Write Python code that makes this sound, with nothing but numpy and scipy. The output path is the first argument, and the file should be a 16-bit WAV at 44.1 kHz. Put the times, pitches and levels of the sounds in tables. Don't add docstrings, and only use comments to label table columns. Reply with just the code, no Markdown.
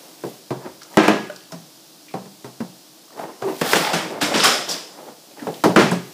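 import sys
import numpy as np
from scipy import signal
from scipy.fft import rfft, irfft, next_fast_len
from scipy.io import wavfile
from scipy.ndimage import map_coordinates

SR = 44100
rng = np.random.default_rng(int(sys.argv[2]) if len(sys.argv) > 2 else 0)


def file_out(sig):
    cols = np.atleast_2d(sig).T
    lim = np.clip(cols, -1, 1)
    pcm = np.round(lim * 32767).astype(np.int16)
    wavfile.write(sys.argv[1], SR, pcm)


N = 270333
T = np.arange(SR) / SR
TOP_HZ = 15500

# frequency in Hz, level in dB, t60 in seconds.
WALL_MODES = [(656, 9, 0.15), (930, -16, 0.81), (1010, 2, 0.28), (1054, 0, 0.41), (1220, -0.5, 0.58),
              (1314, 6, 0.15), (1530, 7, 0.084), (1600, 1, 0.27), (1670, -2, 0.6), (1915, 3, 0.092),
              (2000, -6, .45), (1970, -16, 0.17), (2376, -6, 0.36), (2610, -9.5, 0.3), (2670, -15, 0.81)]


def bumps():
    # start in seconds, level in dB, bass in dB,
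    # brightness in dB per octave, ringing note in Hz, note level in dB, low boom in Hz.
    bump_rows = [(0.237, -26.5, -7.5, -1, 342, -5.5, 174), (.262, -38, -6, -15, 479, -2, 269),
                 (.506, -23, -1, 5.5, 362, -7.5, 133), (1.296, -43, -14, 5, 597, 9, 170),
                 (1.523, -33.5, 6.5, 9.5, 648, -7.5, 168), (2.139, -25.5, -0.5, 5.5, 773, -7, 188.6),
                 (2.257, -43.5, 9, 8, 405, -8, 198), (2.444, -35, -1.5, 8, 410, -8, 130),
                 (2.604, -28.5, 2, 7, 228, 1.5, 183), (3.421, -26.5, -11.5, 6.5, 388, 0, 129),
                 (5.42, -36.5, 5, 9.5, 279, -2, 250), (5.469, -23, -10, -1.5, 435, -3, 167.4),
                 (5.638, -12, -9.5, 7, 653, -13, 262), (5.648, -11, -7, -8, 346, -7.5, 264),
                 (5.678, -25.5, 6.5, 1, 301, -1, 176), (5.916, -18, 4, 8, 367, -21, 176.2)]
    # frequency in Hz, relative level in dB.
    thud_spectrum = [(30, -70), (95, -20), (128, 4), (200, 4.5), (400, 3.5), (700, -2.5), (1050, -10.5),
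                     (1400, -22.5), (2500, -37.5), (5000, -45), (15000, -73)]
    thud_t60, note_t60, boom_t60 = 0.15, 0.11, 0.29
    boom_db, boom_per_bass = -7, 0.83
    click_db, click_hz, click_t60 = -20, 1360, 0.042
    click_per_brightness = 0.32
    plastic_db, plastic_t60 = -19, 0.33
    out = np.zeros(N)
    for s, db, bass_db, tilt_db, hz, note_db, boom_hz in bump_rows:
        thud = amp(-2.5) * blow(thud_spectrum, bass_db, tilt_db, thud_t60, wet_db=-2.5)
        ring = amp(note_db) * punch(note(hz, note_t60, attack=0.0033))
        boom = punch(note(boom_hz, boom_t60, attack=0.0049))
        boom *= amp(boom_db + boom_per_bass * bass_db)
        click = snap(click_hz, click_t60, q=3.3)
        click *= amp(click_db + click_per_brightness * tilt_db)
        plastic = punch(ringing(WALL_MODES, attack=0.00092) * fade(plastic_t60))
        add(out, s, amp(db) * (thud + ring + boom + click + amp(plastic_db) * plastic))
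    return out


def plush():
    # firmest pressure in seconds, rise in seconds,
    # release in seconds, shudder in dB, fur hiss in dB.
    strokes = [(.05, 0.73, 0.77, -50, -49), (.27, 0.15, .3, -59, -43.5), (.66, 0.13, 0.041, -33, -61),
               (.96, 0.21, 0.089, -40.5, -45.5), (3.22, 0.092, 0.12, -29.5, -46),
               (3.488, 0.085, 0.1, -25.5, -40), (3.72, 0.23, 0.31, -53, -24.5),
               (4.13, 0.55, .35, -31.5, -56), (4.319, 0.12, 0.21, -26, -52), (4.70, 0.12, 0.15, -32, -41),
               (5.089, 0.46, 0.083, -37.5, -52), (5.46, 0.27, .12, -41, -50),
               (5.57, 0.44, 0.69, -50, -44.5), (6.08, 0.18, 0.64, -51, -47.5)]
    # frequency in Hz, relative level in dB.
    fur_spectrum = [(60, -61), (140, -5.5), (330, 2.5), (600, 1.5), (900, -2), (1400, -11.5), (3000, -24.5),
                    (12000, -62)]
    # frequency in Hz, relative level in dB.
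    fibre_spectrum = [(60, -60), (500, -11), (2000, 8.5), (5000, 8.5), (9000, 4.5), (15500, 4)]
    shudder_db = together(db + stroke(s, rise_s, release_s) for s, rise_s, release_s, db, _ in strokes)
    hiss_db = together(db + stroke(s, rise_s, release_s) for s, rise_s, release_s, _, db in strokes)
    uneven_db = 3.3 * wobble(50)
    rub = tinted(grains(rate=1500, spread_db=1.5) * amp(shudder_db + uneven_db), fur_spectrum)
    hiss = tinted(grains(rate=5000, spread_db=4.5) * amp(hiss_db), fibre_spectrum)
    return in_room(rub, wet_db=-5.5) + hiss


def stroke(s, rise_s, release_s):
    range_db = 24
    t = clock() - s
    return range_db * np.minimum(t / rise_s, -t / release_s)


def bottle():
    # start in seconds, level in dB, bass in dB,
    # brightness in dB per octave, t60 in seconds, crack in dB, table ring in dB, wall ring in dB.
    landings = [(0.9714, -13, -3, 2, 0.032, -12.5, 0, -5), (.983, -17.5, 0.5, 2.5, 0.035, -32, -12, -12),
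                (1.034, -22.5, -6, 3, 0.54, -15, -17, -2), (1.0807, -13.5, -2, 1, 0.069, -18.5, -3, -14.5),
                (5.7621, -10.5, -2, 1.5, 0.12, -29, -4, -11.5), (5.79, -14.5, 9.5, 4, 0.41, -21, -8, -22)]
    # frequency in Hz, relative level in dB.
    shell_spectrum = [(30, -14), (95, -23.5), (135, 2), (220, 7), (400, 9), (800, 3), (1500, -5),
                      (2200, -9.5), (4000, -20), (6000, -25.5), (9000, -37), (15000, -51)]
    # frequency in Hz, level in dB, t60 in seconds.
    table_modes = [(127.6, -9.5, 0.7), (180.6, -1.5, 0.64), (208.5, 10.5, 0.36), (262, -26, .4),
                   (312.3, 11.5, 0.28), (378, 0.5, 0.65), (426, -7, 0.66), (535, -34, 0.2),
                   (610, -16, 0.28), (760, -17, 0.41)]
    out = np.zeros(N)
    for s, db, bass_db, tilt_db, t60, crack_db, table_db, wall_db in landings:
        table = amp(table_db) * ringing(table_modes, attack=0.0011)
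        wall = amp(wall_db) * ringing(WALL_MODES, attack=0.0022)
        bang = blow(shell_spectrum, bass_db, tilt_db, t60, wet_db=2.5)
        contact = amp(crack_db) * crack(corner_hz=2580, t60=0.0099)
        add(out, s, amp(db) * (bang + table + wall + contact))
    return out


def hum():
    # multiple of the note's frequency, level in dB.
    partials = [(1, 0), (2, -16), (3, -22)]
    start_s, length_s, attack_s, t60 = 3.42, .08, .005, .18
    hum_db, hum_hz, waver_db = -23, 384, 2.5
    ring_out = np.exp(-np.log(1000) * np.maximum(T - length_s, 0) / t60)
    level = (1 - np.exp(-T / attack_s)) * ring_out
    phase = 2 * np.pi * hum_hz * T + 0.61 * wobble(85)[:SR]
    tone = unit(sum(amp(db) * np.sin(k * phase) for k, db in partials))
    out = np.zeros(N)
    add(out, start_s, amp(hum_db) * level * tone)
    return out * amp(waver_db * wobble(60))


def crackles():
    # start in seconds, end in seconds.
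    spells = [(.8, 0.87), (1.28, 1.55), (2.07, 2.12), (3.08, 3.35), (5.29, 5.9)]
    crackle_db = -55.5
    held = sum((clock() > start) & (clock() < end) for start, end in spells)
    level_db = np.where(held, crackle_db, -np.inf)
    dry_crackle = clatter(level_db, rate=70, hz=2000, spread=.7, cycles=3, spread_db=3)
    return in_room(dry_crackle, wet_db=-3)


def box():
    # start in seconds, level in dB, bass in dB,
    # brightness in dB per octave, t60 in seconds, crack in dB.
    box_rows = [(3.613, -21.5, 3, 0, 0.1, -9), (3.733, -17.5, -6, -4, 0.028, -12),
                (3.757, -19.5, -0.5, 3.5, 0.11, -28), (3.932, -20, 9.5, 3.5, 0.17, -31),
                (4.213, -20.5, -1, 4.5, 0.19, -20), (4.34, -20, -1, 2, 0.8, -32),
                (4.439, -17, -42, 7, 0.075, -47)]
    # frequency in Hz, relative level in dB.
    card_spectrum = [(50, -32), (100, -13), (170, 12), (450, 8), (1000, 4), (1700, -0.5), (2600, -3.5),
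                     (5200, -12), (9000, -20.5), (15000, -37)]
    out = np.zeros(N)
    for s, db, bass_db, tilt_db, t60, crack_db in box_rows:
        body = blow(card_spectrum, bass_db, tilt_db, t60, wet_db=1.5)
        contact = amp(crack_db) * crack(corner_hz=2000, t60=0.05)
        add(out, s, amp(db) * (body + contact))
    return out


def crayons():
    # start in seconds, time to the thickest moment in seconds,
    # knocking in dB, clinking in dB.
    handfuls = [(3.62, 0.13, -21, -24), (3.80, 0.053, -19.5, -27.5), (3.931, 0.01, -21, -30),
                (4.206, 0.02, -21.5, -24.5), (4.328, 0.13, -15.5, -16), (4.678, 0.011, -30.5, -26.5)]
    # frequency in Hz, relative level in dB.
    knock_spectrum = [(30, -51), (70, -38), (110, -14), (170, -8), (280, -1), (480, -0.5), (680, 5),
                      (950, 1.5), (1250, 3), (1900, 3.5), (3000, -1.5), (6000, -31)]
    # frequency in Hz, relative level in dB.
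    clink_spectrum = [(60, -79), (1200, -31), (2500, -5.5), (3500, -2), (4300, -7.5), (5100, -3),
                      (6400, -12.5), (7300, -7.5), (9500, -13), (12000, -13), (15500, -18)]
    knock_fall, clink_fall = 131, 158
    knock_db = together(db + tumble(s, swell_s, knock_fall) for s, swell_s, db, _ in handfuls)
    clink_db = together(db + tumble(s, swell_s, clink_fall) for s, swell_s, _, db in handfuls)
    knocks = clatter(knock_db, rate=850, hz=800, spread=.9, cycles=2, spread_db=3.5)
    snaps = clatter(clink_db, rate=900, hz=5000, spread=.45, cycles=2, spread_db=4.5)
    pings = clatter(clink_db - 9, rate=320, hz=5200, spread=.08, cycles=22, spread_db=3.5)
    knocking = in_room(tinted(knocks, knock_spectrum), wet_db=0.5)
    clinking = in_room(tinted(snaps, clink_spectrum) + pings, wet_db=0)
    return knocking + clinking


def tumble(s, swell_s, fall_db_per_s):
    swell_db = 11.5
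    t = clock() - s - swell_s
    shape = np.minimum(swell_db * t / swell_s, -fall_db_per_s * t)
    return np.where(clock() < s, -np.inf, shape)


def ticks():
    # start in seconds, level in dB, pitch in Hz, t60 in seconds.
    contacts = [(.817, -47, 1500, 0.047), (.818, -49, 4600, 0.055), (0.831, -47, 5700, .05),
                (.942, -48, 1890, 0.04), (1.081, -34, 5340, 0.014), (1.082, -26.5, 2730, 0.078),
                (1.299, -39, 1460, 0.026), (1.361, -45.5, 4830, .03), (1.52, -44, 5440, 0.04),
                (2.082, -50, 2420, 0.23), (3.173, -42, 790, 0.091), (3.192, -32, 730, 0.097),
                (3.615, -22.5, 487, 0.025), (3.733, -18, 1660, .026), (3.934, -27.5, 740, .05),
                (4.104, -32.5, 395, 0.21), (4.226, -23, 288, .07), (4.343, -25.5, 2900, .09),
                (4.443, -19, 1250, .18), (4.689, -27.5, 5450, 0.2), (4.711, -26.5, 4960, 0.19),
                (5.393, -43.5, 1780, 0.14), (5.469, -33, 790, 0.18), (5.541, -45.5, 3630, 0.05),
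                (5.638, -20, 965, 0.056), (5.761, -17.5, 1520, 0.027), (5.913, -38.5, 8250, 0.017)]
    out = np.zeros(N)
    for s, db, hz, t60 in contacts:
        add(out, s, amp(db) * snap(hz, t60, q=5.7))
    return in_room(out, wet_db=-6.0)


def air():
    # frequency in Hz, relative level in dB.
    air_spectrum = [(20, -62), (60, -37), (100, -26), (140, -2.5), (260, -4), (308, 6.5), (380, -6),
                    (660, -4), (1000, -10), (2100, -16), (3300, -10), (5100, -6), (6500, -10.5),
                    (11000, -14.5), (15200, -15.5)]
    air_db = -47
    hiss = unit(colour(rng.standard_normal(N), lambda hz: along(air_spectrum, hz)))
    return hiss * amp(air_db + 0.17 * wobble(8.2))


def tail():
    # frequency in Hz, t60 in seconds.
    room_t60 = [(100, 0.46), (300, 0.41), (1000, 0.37), (2500, 0.49), (5000, 0.53), (9000, 0.49),
                (15000, 0.47)]
    hz, t, z = signal.stft(rng.standard_normal(SR), SR, nperseg=256)
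    decay = np.exp(-np.log(1000) * t / along(room_t60, hz)[:, None])
    x = signal.istft(z * decay, SR, nperseg=256)[1][:SR]
    x = x * (1 - np.exp(-T / 0.0063))
    return x / np.linalg.norm(x)


def in_room(x, wet_db):
    wet, step = np.zeros(N), SR // 12
    for i in range(0, N, step):
        piece = x[i:i + step]
        if np.abs(piece).max() > 1e-3:
            add(wet, i / SR, signal.fftconvolve(piece, tail()))
    return (x + amp(wet_db) * wet) / np.hypot(1, amp(wet_db))


def blow(spectrum, bass_db, tilt_db, t60, wet_db):
    def shape(hz):
        bass = bass_db / (1 + (hz / 280) ** 4)
        brightness = tilt_db * np.log2(np.maximum(hz, 500) / 500)
        return along(spectrum, hz) + bass + brightness

    body = rng.standard_normal(SR) * fade(t60)
    body /= np.linalg.norm(body)
    return punch(colour(body + amp(wet_db) * tail(), shape))


def crack(corner_hz, t60):
    burst = rng.standard_normal(SR) * fade(t60)
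    return punch(colour(burst, lambda hz: -10 * np.log10(1 + (hz / corner_hz) ** 2)))


def snap(hz, t60, q):
    def resonance(f):
        return -10 * np.log10(1 + (q * (f / hz - hz / (f + 1))) ** 2)

    return punch(colour(rng.standard_normal(SR) * fade(t60), resonance))


def note(hz, t60, attack):
    return np.sin(2 * np.pi * hz * T) * fade(t60) * (1 - np.exp(-T / attack))


def ringing(modes, attack):
    total = np.zeros(SR)
    for hz, db, t60 in modes:
        strength = amp(db + rng.normal(0, 1)) * rng.choice([-1, 1])
        total += strength * note(hz, t60, attack)
    return punch(total)


def grains(rate, spread_db):
    hit = rng.random(N) < rate / SR
    sign = rng.choice([-1, 1], N)
    size = amp(spread_db * np.clip(rng.standard_normal(N), -2, 2))
    return unit(hit * sign * size)


def clatter(level_db, rate, hz, spread, cycles, spread_db):
    t = T[:SR // 50]
    start = np.flatnonzero((rng.random(N) < rate / SR) & (level_db > -100))
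    pitch, size, phase = np.clip(rng.standard_normal((len(start), 3)), -2, 2).T[:, :, None]
    f = np.minimum(hz * np.exp(spread * pitch), TOP_HZ)
    rings = np.sin(2 * np.pi * (f * t + phase)) * np.exp(-f * t / cycles)
    rings *= unit(amp(spread_db * size)) / np.linalg.norm(rings, axis=1, keepdims=True)
    rings *= amp(level_db[start, None]) * np.sqrt(SR / rate)
    where = start[:, None] + np.arange(len(t))
    return np.bincount(where.ravel(), rings.ravel(), N + len(t))[:N]


def amp(db):
    return 10 ** (np.asarray(db) / 20)


def unit(x):
    return x / np.sqrt(np.mean(x ** 2) + 1e-20)


def punch(x):
    return x / np.sqrt(np.mean(x[:SR // 25] ** 2) + 1e-20)


def fade(t60):
    return np.exp(-np.log(1000) * T / t60)


def clock():
    return np.arange(N) / SR


def wobble(rate):
    return map_coordinates(rng.standard_normal(int(N * rate / SR) + 4), [np.arange(N) * rate / SR])


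def together(levels_db):
    return 10 * np.log10(sum(amp(db) ** 2 for db in levels_db) + 1e-12)


def along(points, hz):
    f, v = np.transpose(points)
    return np.interp(np.log(hz + 1), np.log(f + 1), v)


def colour(x, level_db):
    m = 2 * next_fast_len(len(x) // 2 + 4096, real=True)
    cep = irfft(np.log(amp(level_db(np.fft.rfftfreq(m, 1 / SR)))))
    cep[1:m // 2] *= 2
    cep[m // 2 + 1:] = 0
    return irfft(rfft(x, m) * np.exp(rfft(cep)))[:len(x)]


def tinted(x, spectrum):
    return unit(colour(x, lambda hz: along(spectrum, hz))) * np.std(x)


def add(track, s, sound):
    part = track[round(s * SR):][:len(sound)]
    part += sound[:len(part)]


def scene():
    bumped = bumps() + plush()
    plastic = bottle() + hum() + crackles()
    spill = box() + crayons()
    return (bumped + plastic + spill + ticks() + air())[None]


def record(dry):
    x = signal.sosfilt(signal.butter(3, 72, "highpass", fs=SR, output="sos"), dry)
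    x = x / (1 + np.abs(x / 1.05) ** 6) ** (1 / 6)
    m = next_fast_len(N + SR // 2)
    passed = np.fft.rfftfreq(m, 1 / SR) < TOP_HZ
    return irfft(rfft(x, m) * passed, m)[..., :N]


dry = scene()
out = record(dry)
file_out(out)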